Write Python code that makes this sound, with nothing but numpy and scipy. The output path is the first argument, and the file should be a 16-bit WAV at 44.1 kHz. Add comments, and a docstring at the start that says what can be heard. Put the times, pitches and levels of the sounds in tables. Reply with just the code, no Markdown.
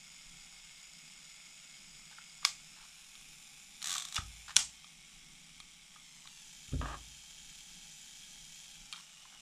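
"""At a desk in a small room, a metal film camera is worked by hand. Impacts excite the damped modes of
its steel parts: the shutter clicks, and the wind lever ratchets to its stop and snaps home. Fingers tick
and tap on the shell; the camera is set down, ringing the desk top, and slides briefly by stick-slip
friction. Interference colours a faint steady hiss as camera and hands move, over a low room hum."""
import sys
import numpy as np
from scipy import signal
from scipy.fft import rfft, irfft
from scipy.io import wavfile
from scipy.ndimage import uniform_filter1d

SR = 44100
rng = np.random.default_rng(int(sys.argv[2]) if len(sys.argv) > 2 else 0)


def to_wav(s):
    """Save 16-bit WAV."""
    ch = np.atleast_2d(s).T  # columns
    pcm = np.round(np.clip(ch, -1, 1) * 32767)  # PCM
    wavfile.write(sys.argv[1], SR, pcm.astype(np.int16))


N = 414965

# a faint lead-in just before each click (first row), then the impacts of the shutter and of the
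# returning lever: (time [s], level [dB])
SHUTTER_CLICK = [(2.4465, -39), (2.4501, -18), (2.4535, -35.5)]
LEVER_CLICK = [(4.5607, -36), (4.5644, -29), (4.5657, -13.5), (4.5673, -21)]
# the winder meets its end stop and rebounds: (time [s], level [dB])
STOP_BLOWS = [(4.1643, -28.5), (4.1680, -34), (4.177, -36), (4.1952, -46)]
# modes of those parts, the pawl and the loose parts: (frequency [Hz], bandwidth [Hz], level [dB])
SHUTTER_MODES = [(1160, 105, -1), (1600, 44, -7), (2240, 144, -.5), (2870, 71, -6), (3310, 45, -1.5),
                 (3570, 160, -2.5), (4240, 280, -8), (5010, 140, 2.5), (5420, 120, -3.5), (6300, 140, -12),
                 (6530, 69, -13), (6840, 81, -23), (7700, 100, -16), (8250, 120, -21), (9400, 220, -22)]
LEVER_MODES = [(990, 220, -16.5), (1480, 76, -7.5), (2470, 150, -9.5), (3120, 180, 1), (3500, 410, -4),
               (4030, 220, -0.5), (4440, 150, -7), (4940, 90, -19), (5560, 200, -6), (5730, 210, .5),
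               (6380, 90, -7), (6870, 150, -4), (7220, 130, -10), (7950, 220, -10), (8400, 270, -17),
               (10120, 250, -9.5), (10400, 280, -14), (13500, 140, -25)]
STOP_MODES = [(940, 140, -16), (1520, 180, -10), (2440, 81, -3), (2870, 120, 1), (3460, 120, 0.5),
              (4980, 170, -6), (5620, 130, -3), (6800, 130, -11)]
PAWL_MODES = [(724, 46, -10.5), (1136, 67, -12), (1650, 400, -11.5), (3560, 300, -6), (3790, 140, -2),
              (5680, 340, -9.5)]
TICK_MODES = [(1230, 100, -9), (2380, 100, -4), (3200, 22, 0), (3460, 760, -5.5), (3690, 90, 0),
              (4300, 140, -2), (4460, 83, -10), (5850, 320, -14), (7040, 200, -8), (10200, 900, -15)]
# radiation of the small shell, weak in the bass: (frequency [Hz], gain [dB])
SHELL_RADIATION = [(150, -22), (450, -22), (750, -2.5), (10500, 0.5), (11500, -19), (15000, -14)]
# contact spectra of steel on steel, pawl on tooth and finger on shell: (frequency [Hz], level [dB])
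CRACK_SPECTRUM = [(400, -35), (750, -7.5), (1200, -3.5), (1800, -5.5), (3100, -1), (4500, 0.5), (5600, 1),
                  (7600, -0.5), (9000, -10), (10400, -8), (11200, -14), (15000, -30)]
TOOTH_SPECTRUM = [(290, -56), (500, -38), (850, -24), (1130, 3), (1540, -4.5), (2460, -4), (3880, 3.5),
                  (4800, -3), (6000, 4), (8020, 1), (9500, -8.5), (13200, -15.5), (15000, -29)]
TAP_SPECTRUM = [(520, -29), (760, -6.5), (1200, -6.5), (1700, -4), (2100, -13), (3500, -10.5),
                (8000, -22.5), (14000, -51)]
# the lever quickens, slows against the spring and is pushed home: (time [s], speed [teeth/s])
LEVER_SPEED = [(3.8073, 50.5), (3.8339, 60.7), (3.9071, 96.2), (3.9964, 54.6), (4.0078, 38.7),
               (4.1111, 22.2), (4.134, 49.7), (4.1623, 90.5)]
USUAL_TEETH_PER_S, TOOTH_DB, DB_PER_DOUBLING, TOOTH_SPREAD_DB = 100, -35, 4.5, 1.3
TENSION_DB, TENSION_S = 0.5, 0.17  # the spring tightens early in the stroke

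# ticks of loose metal parts: (time [s], level [dB], tilt [dB/octave])
TICKS = [(3.154, -48.5, -1), (3.819, -41, 1), (4.0074, -43, 0), (4.8446, -49, -7), (5.6020, -43, -3),
         (6.274, -45.5, -4), (8.9267, -36, -0.5), (8.9295, -43.5, -2), (8.9349, -42, -4),
         (8.9606, -47.5, -3)]
# dull taps of fingers on the shell: (time [s], level [dB])
FINGER_TAPS = [(2.1840, -45), (2.429, -47), (3.9560, -36), (4.1798, -30.5), (4.5070, -42.5), (5.9603, -50),
               (6.2542, -52.5), (6.724, -56), (6.739, -53), (8.942, -47.5), (9.2525, -51)]
# flurries of faint taps as the grip shifts: (start [s], duration [s], level [dB], tilt [dB/octave])
GRIP_SHIFTS = [(2.11, .025, -54, 4), (2.759, .09, -57, 4), (4.476, .03, -43.5, 3), (8.961, .04, -52, 10),
               (9.322, .035, -60, -5)]

# soft blows that reach the desk: (time [s], level [dB], contact time [s])
THUMPS = [(4.184, -34.5, 0.011), (4.566, -48.5, 0.0043), (6.683, -48, 0.012), (6.718, -40, 0.0065),
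          (6.7337, -35.5, 0.0031), (6.7412, -36, 0.0037), (6.7544, -33, 0.0087), (6.795, -41, 0.0042),
          (6.827, -43, 0.0028)]
# modes of the desk top: (frequency [Hz], level [dB], 60 dB decay time [s])
DESK_MODES = [(54, -11, 1.2), (63, -12, .5), (76, -3, .13), (98, -5, .1), (138, 2, .12), (255, 8, .05),
              (460, 6, .025)]
# spectra of the cutting mat when struck and when rubbed: (frequency [Hz], level [dB])
PUFF_SPECTRUM = [(38, -22), (68, 14), (100, 3.5), (150, -2), (300, -4.5), (500, -8.5), (800, -25),
                 (1200, -37), (2500, -50), (5000, -68)]
SCRAPE_SPECTRUM = [(180, -35), (300, -4), (450, -11), (720, -4), (900, -6.5), (1220, 3), (1430, -11),
                   (1650, -1.5), (2100, -21), (2680, -12), (3300, -16), (4200, -24), (6500, -54)]
# the camera's edge lands on the mat and catches as it slides: (time [s], level [dB])
EDGE_BUMPS = [(6.8133, -35), (6.8575, -38), (6.941, -44.5)]

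# spectra of the hiss, its wide top and the room hum: (frequency [Hz], level [dB])
HISS_SPECTRUM = [(100, -43), (420, -17.5), (540, -16), (780, -6.5), (1000, -11), (1300, -7.5), (1850, -7),
                 (2400, -0.5), (3700, 0.5), (4400, -7), (6300, -3), (8400, -5.5), (11700, -17),
                 (14500, -25.5)]
AIR_SPECTRUM = [(9000, -39), (11000, -23), (12300, -1), (14000, 0), (15300, -23)]
HUM_SPECTRUM = [(15, -3), (24, 4), (35, -4), (55, -12), (80, -17.5), (112, -33), (135, -8), (155, 0.5),
                (200, -7), (260, -13), (340, -20.5), (480, -26.5)]
# hiss bands lifted by poses 0-4 of camera and hands: (centre [Hz], width [Hz], gain [dB])
HELD_UP_BANDS = [(1400, 140, 3.1), (2190, 110, 9.6), (2560, 30, 6.9), (2830, 32, 3), (3310, 84, 3.2),
                 (4900, 160, 9.6), (5320, 250, 9.6), (6945, 280, 9.6), (7900, 250, 5.2), (8800, 300, 2.2),
                 (9850, 170, 2.7)]
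WINDING_BANDS = [(2335, 240, 6.2), (3450, 250, 2.9), (5370, 710, 6.6), (7100, 450, 8), (8990, 300, 5.5),
                 (10400, 890, 6.9), (13100, 1500, 6.3)]
AT_REST_BANDS = [(2195, 130, 6.9), (2650, 60, 4), (3200, 98, 4.5), (3900, 90, 4), (4870, 98, 7.2),
                 (5370, 150, 9.1), (5880, 200, 5.7), (7100, 80, 5), (7530, 480, 3.8), (9140, 200, 5.7),
                 (10500, 220, 2.3)]
ON_DESK_BANDS = [(1680, 49, 5.9), (2267, 63, 8), (3165, 170, 7.1), (5100, 1570, 7.1), (6000, 140, 5),
                 (6860, 350, 6.7), (7520, 330, 8.4), (9660, 880, 7.1), (12800, 2100, 6.3)]
GRIPPED_BANDS = [(1220, 100, 7), (2950, 250, 3.8), (5500, 770, 4.7), (7400, 350, 4.5)]
# path through the poses: (time [s], pose [index], hiss gain [dB], band glide [octaves/pose])
POSES = [(0, 0, 1.5, .1), (2.5, 0, 1.5, -0.015), (3.1, 1, 0.5, 0.18), (4.4, 1, 2, 0.028),
         (4.9, 2, 0.2, 0.051), (5.85, 2, -0.5, -0.029), (6.5, 3, 0, -0.36), (8.7, 3, 1, 0.13),
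         (9.1, 4, 1.3, 0.052)]
# reflection of the hiss off the moving camera: (time [s], delay [ms], reflected share [0-1])
REFLECTION = [(2.4, .88, .08), (2.8, .73, .24), (3.2, .76, .1), (4.55, .98, .16), (5.0, .87, .14),
              (5.95, .88, .24), (6.2, .98, .38), (6.45, 1.17, .22), (6.65, 1.18, .1), (8.68, 1.18, .13),
              (8.88, 1.3, .3), (9.15, 1.38, .14)]
# reverberation of the room: (frequency [Hz], 60 dB decay time [s])
ROOM_T60 = [(100, 0.88), (500, 0.23), (1500, 0.15), (4000, 0.22), (8000, 0.26), (14000, 0.13)]
# colour of the reverberation: (frequency [Hz], gain [dB])
ROOM_COLOUR = [(100, -4.5), (600, 1), (1500, 3), (3500, -1.5), (5500, -6), (7500, -1.5), (10000, -8.5),
               (14000, -6)]


def snap(onsets, modes, grip_hz, crack_db, crack_t60, tilt_db, buzz_db):
    """Transient excitation: each onset gives a steel part's ring, and a crack with a loose-part buzz."""
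    rings, cracks = np.zeros((2, N))
    for s, level_db in onsets:
        add(rings, s, amp(level_db) * ringing(modes, grip_hz))
        crack = burst(CRACK_SPECTRUM, rise_s=.0001, t60=crack_t60, tilt_db=tilt_db)
        buzz = burst(CRACK_SPECTRUM, rise_s=.0033, t60=.13, tilt_db=1.5)
        add(cracks, s, amp(level_db) * (amp(crack_db) * crack + amp(buzz_db) * buzz))
    return rings, cracks


def ringing(modes, grip_hz=0, detune=0):
    """Modal superposition: struck metal rings in decaying sines, widened by the damping of the grip."""
    t = np.arange(4096) / SR
    pitch = 1 + detune * rng.uniform(-0.79, 1)
    ring = sum(amp(db) * (width + grip_hz) * np.exp(-np.pi * (width + grip_hz) * t)
               * np.sin(2 * np.pi * (pitch * hz * t + rng.random())) for hz, width, db in modes)
    return blow_sized(coloured(ring, SHELL_RADIATION))


def burst(spectrum, rise_s, t60, tilt_db=0):
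    """Contact transient: a dense rattle decays exponentially, whitened and then given a spectrum."""
    t = np.arange(4096) / SR
    root_envelope = np.sqrt((1 - np.exp(-t / rise_s)) * amp(-60 * t / t60))
    bins = rfft(rng.standard_normal(len(t)) * root_envelope)
    rattle = irfft(bins / (abs(bins) + 1e-12)) * root_envelope
    return blow_sized(coloured(rattle, spectrum, tilt_db))


def winder(drop_s=.0013, drop_db=1, rebound_s=.007, rebound_db=-11, pawl_db=-3.5, gears_db=-14,
           grit_per_s=1400):
    """Periodic impacts: the pawl rings off each tooth, lands and rebounds, over the rasp of gears."""
    times, speeds = np.transpose(LEVER_SPEED)
    t = np.arange(times[0], times[-1], 1 / SR)
    speed = np.interp(t, times, speeds)
    tension_db = TENSION_DB * (np.minimum((t - t[0]) / TENSION_S, 1) - .5)
    force_db = TOOTH_DB + DB_PER_DOUBLING * np.log2(speed / USUAL_TEETH_PER_S) + tension_db
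    teeth_passed = np.floor(np.cumsum(speed) / SR)
    out = np.zeros(N)
    for i in np.flatnonzero(np.diff(teeth_passed)):
        level_db = force_db[i] + TOOTH_SPREAD_DB * rng.standard_normal()
        modes = [(hz, width, db + 2 * rng.standard_normal()) for hz, width, db in PAWL_MODES]
        slip_s = t[i] + .5 * drop_s * rng.random()
        add(out, slip_s, amp(level_db + pawl_db) * ringing(modes, detune=0.08))
        for delay, db in [(drop_s, drop_db), (rebound_s, rebound_db)]:
            landing = burst(TOOTH_SPECTRUM, rise_s=0.00026, t60=0.013, tilt_db=1.4)
            add(out, t[i] + delay * rng.uniform(0.75, 1.2), amp(level_db + db) * landing)
    grit = (rng.random(len(t)) < grit_per_s / SR) * rng.choice([-1, 1], len(t))
    grain_sizes = amp(-6 * rng.standard_normal(len(t)))
    rasp = unit_rms(coloured(grit * grain_sizes, TOOTH_SPECTRUM, tilt_db=1))
    add(out, t[0], amp(force_db + gears_db) * speed / USUAL_TEETH_PER_S * rasp)
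    return out


def desk(puff_cycles=2.2, hand_damping_db_per_s=10):
    """Contact time limits bandwidth: a longer push rings lower desk modes and darkens the mat's puff."""
    out, t = np.zeros(N), np.arange(SR) / SR
    ring = sum(amp(db - (60 / t60 + hand_damping_db_per_s) * t) * np.cos(2 * np.pi * hz * t)
               for hz, db, t60 in DESK_MODES)
    for s, level_db, contact_s in THUMPS:
        push = np.sin(np.pi * np.minimum(t / contact_s, 1)) ** 2
        add(out, s, amp(level_db) * signal.fftconvolve(ring, push / push.sum()))
        lowpass = signal.butter(2, puff_cycles / contact_s, fs=SR)
        puff = burst(PUFF_SPECTRUM, rise_s=0.57 * contact_s, t60=0.05)
        add(out, s, amp(level_db) * signal.lfilter(*lowpass, puff))
    return out


def slide(length_s=.162, slide_db=-46.5, attack_s=.015, release_s=.032, slips_per_s=520, lurch_s=.013):
    """Stick-slip friction: the camera crosses the mat in tiny slips, and its edge catches on the way."""
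    t = np.arange(0, length_s, 1 / SR)
    slip_rate = slips_per_s * np.exp(.5 * unit_rms(uniform_filter1d(rng.standard_normal(len(t)), 90)))
    slip_count = np.floor(np.cumsum(slip_rate) / SR)
    slips = np.diff(slip_count, prepend=0) * amp(3 * rng.standard_normal(len(t)))
    rub = 0.082 * rng.standard_normal(len(t))
    scrape = unit_rms(coloured(slips + rub, SCRAPE_SPECTRUM))
    lurch_db = unit_rms(uniform_filter1d(rng.standard_normal(len(t)), round(lurch_s * SR)))
    contact = np.minimum(t / attack_s, 1) * np.minimum((length_s - t) / release_s, 1)
    out = np.zeros(N)
    add(out, EDGE_BUMPS[0][0], scrape * contact * amp(slide_db - lurch_db))
    for s, level_db in EDGE_BUMPS:
        add(out, s, amp(level_db) * burst(SCRAPE_SPECTRUM, rise_s=0.00013, t60=0.016))
    return out


def handling(shift_taps_per_s=80):
    """Light impacts: loose parts tick, fingers tap, and rapid taps merge into creaks as the grip shifts."""
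    out = np.zeros(N)
    for s, level_db, tilt_db in TICKS:
        modes = [(hz, width, db + tilt_db * np.log2(hz / 3000)) for hz, width, db in TICK_MODES]
        add(out, s, amp(level_db) * ringing(modes, detune=0.0076))
    for s, level_db in FINGER_TAPS:
        add(out, s, amp(level_db) * tap())
    for start, length, level_db, tilt_db in GRIP_SHIFTS:
        for s in np.arange(start, start + length, 1 / shift_taps_per_s):
            touch = amp(-4) * tap(detune=0.226)
            creak = touch + burst(TAP_SPECTRUM, rise_s=0.00086, t60=0.055, tilt_db=tilt_db)
            add(out, s + .5 * rng.random() / shift_taps_per_s, amp(level_db) * creak)
    return out


def tap(shell_hz=1247, rise_s=0.00093, t60=0.027, detune=0.14):
    """Damped oscillator: a fingertip excites the shell's main mode, along with a dull rattle."""
    t = np.arange(4096) / SR
    hz = shell_hz * (1 + detune * rng.uniform(-1.4, 1))
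    ring = (1 - np.exp(-t / rise_s)) * amp(-60 * t / t60) * np.sin(2 * np.pi * hz * t)
    return amp(-2) * blow_sized(ring) + amp(-5) * burst(TAP_SPECTRUM, rise_s=0.0008, t60=0.03)


def room(x, wall_s=0.022, near_db=-7, gap_db=-11, wet_db=-9):
    """Reverberation: weak scatter from things on the desk, then a short diffuse tail from the walls."""
    t = np.arange(SR // 2) / SR
    echoes = rng.choice([-1., 1.], len(t)) * (rng.random(len(t)) < .15)
    echoes *= np.interp(t, [.002, .004, wall_s - .006, wall_s], [0, amp(near_db), amp(gap_db), 1])
    hz, age, bins = signal.stft(echoes, SR, nperseg=256)
    decay = amp(read(ROOM_COLOUR, hz)[:, None] - 60 * age / read(ROOM_T60, hz)[:, None])
    tail = signal.istft(bins * decay, SR, nperseg=256)[1]
    return amp(wet_db) * signal.fftconvolve(x, tail / np.linalg.norm(tail))[:N]


def hiss(level_db=-55):
    """Colouration by reflection: camera and hands lift bands of a hiss, which glide from pose to pose."""
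    t, hz = np.arange(N // 256 + 5) * 256 / SR, np.fft.rfftfreq(1024, 1 / SR)
    times, *columns = np.transpose(POSES)
    pose, gain_db, glide = (np.interp(t, times, column)[:, None] for column in columns)
    field_db = read(HISS_SPECTRUM, hz) + gain_db + comb_db(t, hz)
    pose_bands = [HELD_UP_BANDS, WINDING_BANDS, AT_REST_BANDS, ON_DESK_BANDS, GRIPPED_BANDS]
    for k, bands in enumerate(pose_bands):
        lift_db = sum(db * np.exp(-((hz - centre) / width) ** 2) for centre, width, db in bands)
        shifted_hz = hz / 2 ** (glide * (pose - k))
        weight = np.maximum(1 - abs(pose - k), 0)
        field_db += weight * np.interp(shifted_hz, hz, lift_db + ripple_db(hz))
    return amp(level_db) * noise(field_db)


def comb_db(t, hz, scatter_hz=10000):
    """Comb filtering: sound bouncing between camera and desk interferes with the direct sound."""
    times, delays_ms, shares = np.transpose(REFLECTION)
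    delay_s = np.interp(t, times, delays_ms)[:, None] / 1000
    # the uneven shell scatters the top of the spectrum, which therefore does not comb
    share = np.interp(t, times, shares)[:, None] / (1 + (hz / scatter_hz) ** 8)
    return -20 * np.log10(abs(1 - share * np.exp(-2j * np.pi * hz * delay_s)))


def ripple_db(hz, count=12, rms_db=1.1, delay_range_ms=(1.5, 3.8)):
    """Multipath interference: weak reflections off hands and sleeves ripple the spectrum finely."""
    delays_ms, signs = rng.uniform(*delay_range_ms, count), rng.choice([-1, 1], count)
    ripple = sum(sign * np.cos(2 * np.pi * hz * ms / 1000) for sign, ms in zip(signs, delays_ms))
    return rms_db * unit_rms(ripple)


def fizz(x, grain_db=2.5, grain_s=0.001):
    """Random amplitude modulation: the hiss flickers from one millisecond to the next."""
    hz = np.fft.rfftfreq(N, 1 / SR)
    flicker = unit_rms(irfft(rfft(rng.standard_normal(N)) * np.exp(-(hz * grain_s) ** 2), N))
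    return x * unit_rms(amp(grain_db * flicker))


def air(level_db=-81.5):
    """Decorrelation: this top band of hiss sounds wide when given opposite signs in the two channels."""
    times, _, gains_db, _ = np.transpose(POSES)
    gain = amp(level_db + np.interp(np.arange(N) / SR, times, gains_db))
    return gain * unit_rms(coloured(rng.standard_normal(N), AIR_SPECTRUM))


def hum(level_db=-67, waver_db=2.5, swell_db=3, rumble_top_hz=70):
    """Modulated low-frequency noise: the room's air hums, and its deepest rumble comes and goes."""
    frames, hz = N // 1024 + 5, np.fft.rfftfreq(4096, 1 / SR)
    waver, swell = unit_rms(uniform_filter1d(rng.standard_normal((2, frames, 1)), size=10, axis=1))
    spectrum_db = read(HUM_SPECTRUM + [(1000, -85)], hz)
    return amp(level_db) * noise(spectrum_db + waver_db * waver + swell_db * swell * (hz < rumble_top_hz))


def noise(field_db):
    """Spectral synthesis: Gaussian noise follows a frames x bins field of levels."""
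    bins = (rng.standard_normal(field_db.shape) + 1j * rng.standard_normal(field_db.shape)) * amp(field_db)
    size = 2 * (field_db.shape[1] - 1)
    return unit_rms(signal.istft(bins.T, nperseg=size, noverlap=size - size // 4)[1][:N])


def coloured(x, spectrum, tilt_db=0, size=2048):
    """Minimum-phase filtering by a spectrum, tilted by tilt_db an octave."""
    hz = abs(np.fft.fftfreq(size, 1 / SR))
    gain_db = np.maximum(read(spectrum, hz), -70) + tilt_db * np.log2(hz / 3000 + .1)
    response = np.exp(np.conj(signal.hilbert(np.log(amp(gain_db)))))
    taps = np.fft.ifft(response).real[:size // 2]
    return signal.fftconvolve(x, taps)[:len(x)]


def read(points, hz):
    """Interpolation of (frequency [Hz], value) on a logarithmic frequency axis."""
    frequencies, values = np.transpose(points)
    return np.interp(np.log(hz + 1), np.log(frequencies + 1), values)


def amp(db):
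    """Amplitude ratio of a level in decibels."""
    return 10 ** (np.asarray(db) / 20)


def unit_rms(x):
    """Power normalisation to rms 1."""
    return x / np.sqrt(np.mean(x ** 2) + 1e-20)


def blow_sized(x):
    """Energy normalisation to that of 3 ms at rms 1."""
    return x / np.sqrt(np.sum(x ** 2) / (.003 * SR) + 1e-20)


def add(mix, s, sound):
    """Superposition of a sound on the mix at time s."""
    part = mix[round(s * SR):][:len(sound)]
    part += sound[:len(part)]


def scene():
    """Superposition of the direct and reverberant fields, heard from above the desk."""
    shutter_ring, shutter_crack = snap(SHUTTER_CLICK, SHUTTER_MODES, grip_hz=5,
                                       crack_db=-8.5, crack_t60=0.012, tilt_db=4.5, buzz_db=-11.5)
    lever_ring, lever_crack = snap(LEVER_CLICK, LEVER_MODES, grip_hz=25,
                                   crack_db=-9, crack_t60=0.022, tilt_db=3, buzz_db=-15.5)
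    stop = sum(snap(STOP_BLOWS, STOP_MODES, grip_hz=19,
                    crack_db=-9, crack_t60=0.046, tilt_db=-3, buzz_db=-17))
    clicks = shutter_ring + shutter_crack + lever_ring + lever_crack
    ratchet = winder()
    knocks = handling() + stop
    landing = desk() + slide()
    steady_hiss = fizz(hiss())
    direct = clicks + ratchet + knocks + landing + amp(-0.6) * steady_hiss
    # each source sends its own share to the walls; cracks radiate more widely than rings
    to_walls = (amp(-9) * shutter_ring + amp(0.5) * shutter_crack
                + amp(-7.5) * lever_ring + amp(6) * lever_crack
                + amp(1.5) * ratchet + amp(-5.5) * knocks + amp(-6.5) * landing + amp(-4) * steady_hiss)
    mid = direct + room(to_walls) + hum()
    side = air()
    return np.array([mid + side, mid - side])


def record(dry, cutoff_hz=15400):
    """Band limiting by a steep linear-phase low-pass filter."""
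    lowpass = signal.firwin(511, cutoff_hz, window=("kaiser", 9), fs=SR)
    return signal.oaconvolve(dry, lowpass[None], "same")


dry = scene()
out = record(dry)
to_wav(out)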